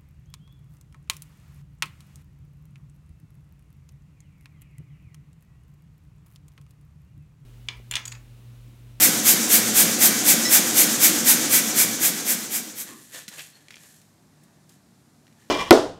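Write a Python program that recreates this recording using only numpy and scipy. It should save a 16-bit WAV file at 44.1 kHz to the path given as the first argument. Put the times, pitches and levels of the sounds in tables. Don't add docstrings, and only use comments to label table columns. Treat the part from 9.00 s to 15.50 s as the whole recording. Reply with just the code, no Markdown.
import sys
import numpy as np
from scipy import signal
from scipy.fft import rfft, irfft
from scipy.io import wavfile

SR = 44100
rng = np.random.default_rng(int(sys.argv[2]) if len(sys.argv) > 2 else 0)


def wrap_up_sound(samples):
    columns = np.atleast_2d(samples).T
    tamed = np.clip(columns, -1, 1)
    steps = np.round(tamed * 32767).astype(np.int16)
    wavfile.write(sys.argv[1], SR, steps)


N = 286650
T = np.arange(N) / SR
HZ = np.fft.rfftfreq(N, 1 / SR)
FIRST_PUFF_S, STROKE_S = .0435, .25097
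FADE_START_S, FADE_END_S = 2.37, 3.958

# frequency_hz, relative_db
EXHAUST_SPECTRUM = [(60, -48), (300, -22), (700, -10.5), (1100, -14.5), (1600, -9.5), (2200, -3.5),
                    (2700, -7.5), (4500, -7), (6000, -1), (7700, 1), (10300, -1), (12000, 2.5),
                    (13500, 0.5), (15700, -5.5)]
LEAK_SPECTRUM = [(60, -50), (400, -8.5), (1000, -8.5), (1600, -4.5), (2700, -7), (4600, -5.5), (5900, 0),
                 (7400, 0), (9000, -2.5), (11000, -4), (13500, -1.5), (15700, -11)]
INTAKE_SPECTRUM = [(60, -59.5), (3000, -24), (4800, -14), (5900, 0), (7500, -0.5), (9000, -9.5),
                   (11000, -13), (15700, -32.5)]
# pitch_hz, width_hz, level_db
PIPE_RESONANCES = [(1290, 30, -52.5), (1503, 35, -46.5), (1626, 120, -45.5), (1983, 45, -45),
                   (2183, 40, -51.5), (2298, 40, -43.5), (3183, 99, -44.5), (3480, 200, -42.5),
                   (3730, 45, -47.5)]


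def hammer_air():
    opening = bell(stroke_time(0), .027)
    exhaust = amp(-11) * noise(EXHAUST_SPECTRUM) * opening * amp(.51 * drift(25))
    push = amp(-61.5) * resonance(45, 45) * opening ** 2
    flow = 1 - .7 * bell(stroke_time(-.072), .019)
    leak = amp(-25.5) * noise(LEAK_SPECTRUM) * flow * amp(.67 * drift(15.3))
    pipes = sum(amp(db) * resonance(hz, width) for hz, width, db in PIPE_RESONANCES)
    pipes *= .79 * flow + opening
    intake = amp(-27) * noise(INTAKE_SPECTRUM) * bell(stroke_time(.15), .028)
    return exhaust + push + leak + pipes + intake


# pitch_hz, relative_db, t60_s
FRAME_MODES = [(218.4, -20.5, 0.077), (275, -27.5, 0.04), (343, -27, 0.026), (457, -30, 0.044),
               (596, -31.5, 0.052)]


def hammer_knocks(delay_s=.0405, jitter_s=.00084, spread_db=1.0):
    out, ring = np.zeros(N), strike(FRAME_MODES, attack_s=.004)
    for s in np.arange(FIRST_PUFF_S + delay_s, FADE_END_S, STROKE_S):
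        lateness, force = rng.standard_normal(2)
        add(out, s + jitter_s * lateness, amp(3.5 + spread_db * force) * ring)
    return out


# frequency_hz, relative_db
FLAME_SPECTRUM = [(30, -51), (72, -44.5), (110, -20.5), (170, -8), (300, -3.5), (400, -8), (700, -13),
                  (1100, -15.5), (1600, -12), (2800, -15.5), (6500, -13), (13000, -22.5), (15700, -28)]
# pitch_hz, width_hz, level_db
FIREBOX_RESONANCES = [(119.2, 8.3, -51), (159, 28, -49), (229.8, 36, -35), (314.5, 43, -37.5),
                      (462, 15, -49.5), (516, 26, -44.5), (737.3, 24, -47.5)]


def forge():
    roar = amp(-28.5) * noise(FLAME_SPECTRUM) * amp(.87 * drift(8.6))
    return roar + sum(amp(db) * resonance(hz, width) for hz, width, db in FIREBOX_RESONANCES)


# frequency_hz, relative_db
SCRAPE_SPECTRUM = [(180, -41), (300, -13), (360, -16.5), (478, -10.5), (828, -14), (1150, -11), (1250, -15),
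                   (1840, -3), (2030, -10), (4230, -8.5), (4910, -11.5), (7200, -5), (10200, -10.5),
                   (12300, -10), (16000, -25)]
# peak_s, length_s, level_db, tilt_db_per_octave
TOOL_STROKES = [(3.884, 0.071, -44.5, -0.7), (4.01, 0.19, -52, 2), (4.157, 0.076, -40.5, -0.5),
                (4.332, .07, -46, -1.2), (4.392, 0.1, -45, 1.5), (4.565, 0.13, -60, -2),
                (4.74, 0.14, -61.5, -3), (4.85, 0.18, -54.5, 1.2), (5.44, .22, -70.5, -5),
                (5.715, .06, -63, 0.3), (6.43, .16, -64, -2.5)]


def scrapes(press_share=.33, grain_db=2.0):
    out = np.zeros(N)
    t = np.arange(SR) / SR - .5
    bar = resonance(hz=1790, width_hz=240)
    for peak_s, length_s, db, tilt_db in TOOL_STROKES:
        pressure = bell(t, length_s * np.where(t < 0, press_share, 1 - press_share))
        slide = noise(SCRAPE_SPECTRUM, tilt_db, size=SR)
        ring = amp(-14 - 1.3 * tilt_db) * np.roll(bar, rng.integers(N))[:SR]
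        bite = amp(-6) * bell(t, .012) * noise(SCRAPE_SPECTRUM, tilt_db=-4, size=SR)
        add(out, peak_s - .5, amp(db) * (pressure * (slide + ring) + bite))
    return out * amp(grain_db * drift(280))


# frequency_hz, relative_db
TICK_SPECTRUM = [(40, -60), (200, -28), (700, -25), (1200, -26), (1700, -2), (2300, 1), (3000, -1),
                 (3900, -2), (5500, -2), (9000, -7), (15000, -21)]
# start_s, level_db, tilt_db_per_octave
ANVIL_TICKS = [(4.2805, -34.5, 2), (4.286, -35, 6), (4.3925, -36, -1), (4.405, -38, -4), (4.684, -40, -4.5),
               (4.7071, -37.5, -3), (4.724, -45, -5), (4.7425, -39, -7), (4.757, -42.5, 0),
               (4.7685, -39.5, -7), (5.0153, -52, 3), (5.435, -56.5, 10), (5.693, -50, 5.5),
               (6.2685, -48.5, -6), (6.279, -53.5, -4), (6.3257, -55, -1)]


def ticks(base_t60_s=.027, doubling_tilt_db=6.5):
    out, t = np.zeros(N), np.arange(SR // 10) / SR
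    for start_s, db, tilt_db in ANVIL_TICKS:
        t60_s = base_t60_s * 2 ** (tilt_db / doubling_tilt_db)
        add(out, start_s, amp(db - 60 * t / t60_s) * noise(TICK_SPECTRUM, tilt_db, size=len(t)))
    return out


def scale_crunch(peak_s=4.735, width_s=.033, peak_cracks_per_s=500, t60_s=.0067):
    strength = amp(5.3 * np.minimum(rng.exponential(1, N), 3))
    breaks = rng.random(N) < peak_cracks_per_s / SR * bell(T - peak_s, width_s)
    t = np.arange(SR // 50) / SR
    crack = amp(-59 - 60 * t / t60_s) * noise(TICK_SPECTRUM, size=len(t))
    return signal.fftconvolve(strength * breaks, crack)[:N]


# peak_s, half_length_s, pitch_hz, width_hz, level_db
BRIEF_RESONANCES = [(3.925, .042, 1110, 150, -54), (3.93, .06, 290, 130, -49),
                    (4.397, .013, 2800, 1500, -40), (4.553, .015, 4300, 220, -59)]


def brief_resonances():
    return sum(amp(db) * bell(T - peak_s, half_s) * resonance(hz, width_hz)
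               for peak_s, half_s, hz, width_hz, db in BRIEF_RESONANCES)


# pitch_hz, level_db, t60_s
BAR_MODES = [(1970, -24, .2), (3980, -26, 0.14), (5235, -21, 0.17), (5380, -22.5, 0.28), (6300, -34.5, .12)]


def clink(start_s=1.449, shiver_db=3):
    out = np.zeros(N)
    add(out, start_s, strike(BAR_MODES, attack_s=.0045))
    return out * amp(shiver_db * drift(120))


# pitch_hz, level_db, t60_s
TOOL_MODES = [(199, -33.5, 0.047), (1460, -43, .04), (1970, -36, .04), (2450, -41, .03), (4100, -35, 0.027),
              (5900, -34, .03)]


def clunk(start_s=4.279):
    out = np.zeros(N)
    add(out, start_s, strike(TOOL_MODES, attack_s=.002))
    return out


# pitch_hz, level_db
MOTOR_TONES = [(74, -81.5), (106.5, -70.5), (136, -73.5), (151, -65.5), (189, -73), (227, -74.5)]
# frequency_hz, relative_db
RUMBLE_SPECTRUM = [(18, -82), (30, -47.5), (53, -24), (145, -5.5), (215, -8), (303, -11.5), (540, -24.5),
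                   (584, -19.5), (1390, -26), (1760, -27), (3060, -34), (3870, -30.5), (7470, -30.5),
                   (14000, -38), (16000, -49)]


def shop_hum(waver_hz=2.0):
    hum = np.zeros(N)
    for hz, db in MOTOR_TONES:
        level = amp(db + 2 * drift(4))
        phase = 2 * np.pi * np.cumsum(hz + waver_hz * drift(6)) / SR
        hum += level * unit(np.sin(phase))
    swell_db = np.interp(T, [4.95, 5.1], [-2.5, 0])
    return (hum + amp(-58.5) * noise(RUMBLE_SPECTRUM)) * amp(swell_db)


def near_echoes(x, count=10, gain=.06):
    out = x.copy()
    for delay_s, sign in zip(rng.uniform(.002, .022, count), rng.choice([-1, 1], count)):
        add(out, delay_s, gain * sign * x)
    return out


# frequency_hz, t60_s
ROOM_DECAY = [(150, 0.62), (1000, .45), (5000, 0.56), (15000, 0.067)]


def room(x, echoes_per_s=2000):
    taps = rng.standard_normal(SR) * (rng.random(SR) < echoes_per_s / SR)
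    taps[:SR // 300] = 0
    hz, t, bands = signal.stft(taps, SR, nperseg=256)
    decay = amp(-60 * t / curve(ROOM_DECAY, hz)[:, None])
    tail = signal.istft(bands * decay, SR, nperseg=256)[1]
    return signal.fftconvolve(x, tail / np.linalg.norm(tail))[:N]


def strike(modes, attack_s):
    t = np.arange(SR // 3) / SR
    ring = sum(amp(db - 60 * t / t60) * np.sin(2 * np.pi * hz * (t - attack_s)) for hz, db, t60 in modes)
    ring *= 1 - np.exp(-(t / attack_s) ** 2)
    return signal.sosfilt(signal.butter(4, 140, "high", fs=SR, output="sos"), ring)


def stroke_time(delay_s):
    return (T - FIRST_PUFF_S - delay_s + STROKE_S / 2) % STROKE_S - STROKE_S / 2


def noise(spectrum, tilt_db=0, size=N):
    hz = np.fft.rfftfreq(size, 1 / SR)
    colour = amp(curve(spectrum, hz) + tilt_db * np.log2(np.maximum(hz, 400) / SR))
    return unit(irfft(rfft(rng.standard_normal(size)) * colour, size))


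def resonance(hz, width_hz):
    response = 1 / (1 + ((HZ - hz) / width_hz) ** 2) ** 2
    return unit(irfft(rfft(rng.standard_normal(N)) * response, N))


def drift(rate_hz):
    return unit(irfft(rfft(rng.standard_normal(N)) * np.exp(-(HZ / rate_hz) ** 2), N))


def curve(points, hz):
    point_hz, value = np.transpose(points)
    return np.interp(np.log(hz + 1), np.log(point_hz + 1), value)


def bell(t, width_s):
    return np.exp(-.5 * (t / width_s) ** 2)


def amp(db):
    return 10 ** (np.asarray(db) / 20)


def unit(x):
    return x / np.sqrt(np.mean(x ** 2) + 1e-20)


def add(mix, start_s, sound):
    part = mix[round(start_s * SR):][:len(sound)]
    part += sound[:len(part)]


def scene():
    fade = np.clip((FADE_END_S - T) / (FADE_END_S - FADE_START_S), 0, 1)
    air, knocks = hammer_air(), hammer_knocks()
    clatter = scrapes() + ticks() + scale_crunch() + brief_resonances() + clink() + clunk()
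    hammer = near_echoes(air) + amp(-10) * room(air) + knocks + amp(-6) * room(knocks)
    mono = fade * (hammer + forge()) + clatter + amp(-12) * room(clatter) + shop_hum()
    return np.array([mono, mono])


def record(dry):
    ceiling, cutoff_hz = .85, 15780
    soft = dry / (1 + (dry / ceiling) ** 4) ** .25
    lowpass = signal.firwin(1023, cutoff_hz, window=("kaiser", 9), fs=SR)
    return signal.oaconvolve(soft, lowpass[None], "same")


dry = scene()
out = record(dry)
wrap_up_sound(out)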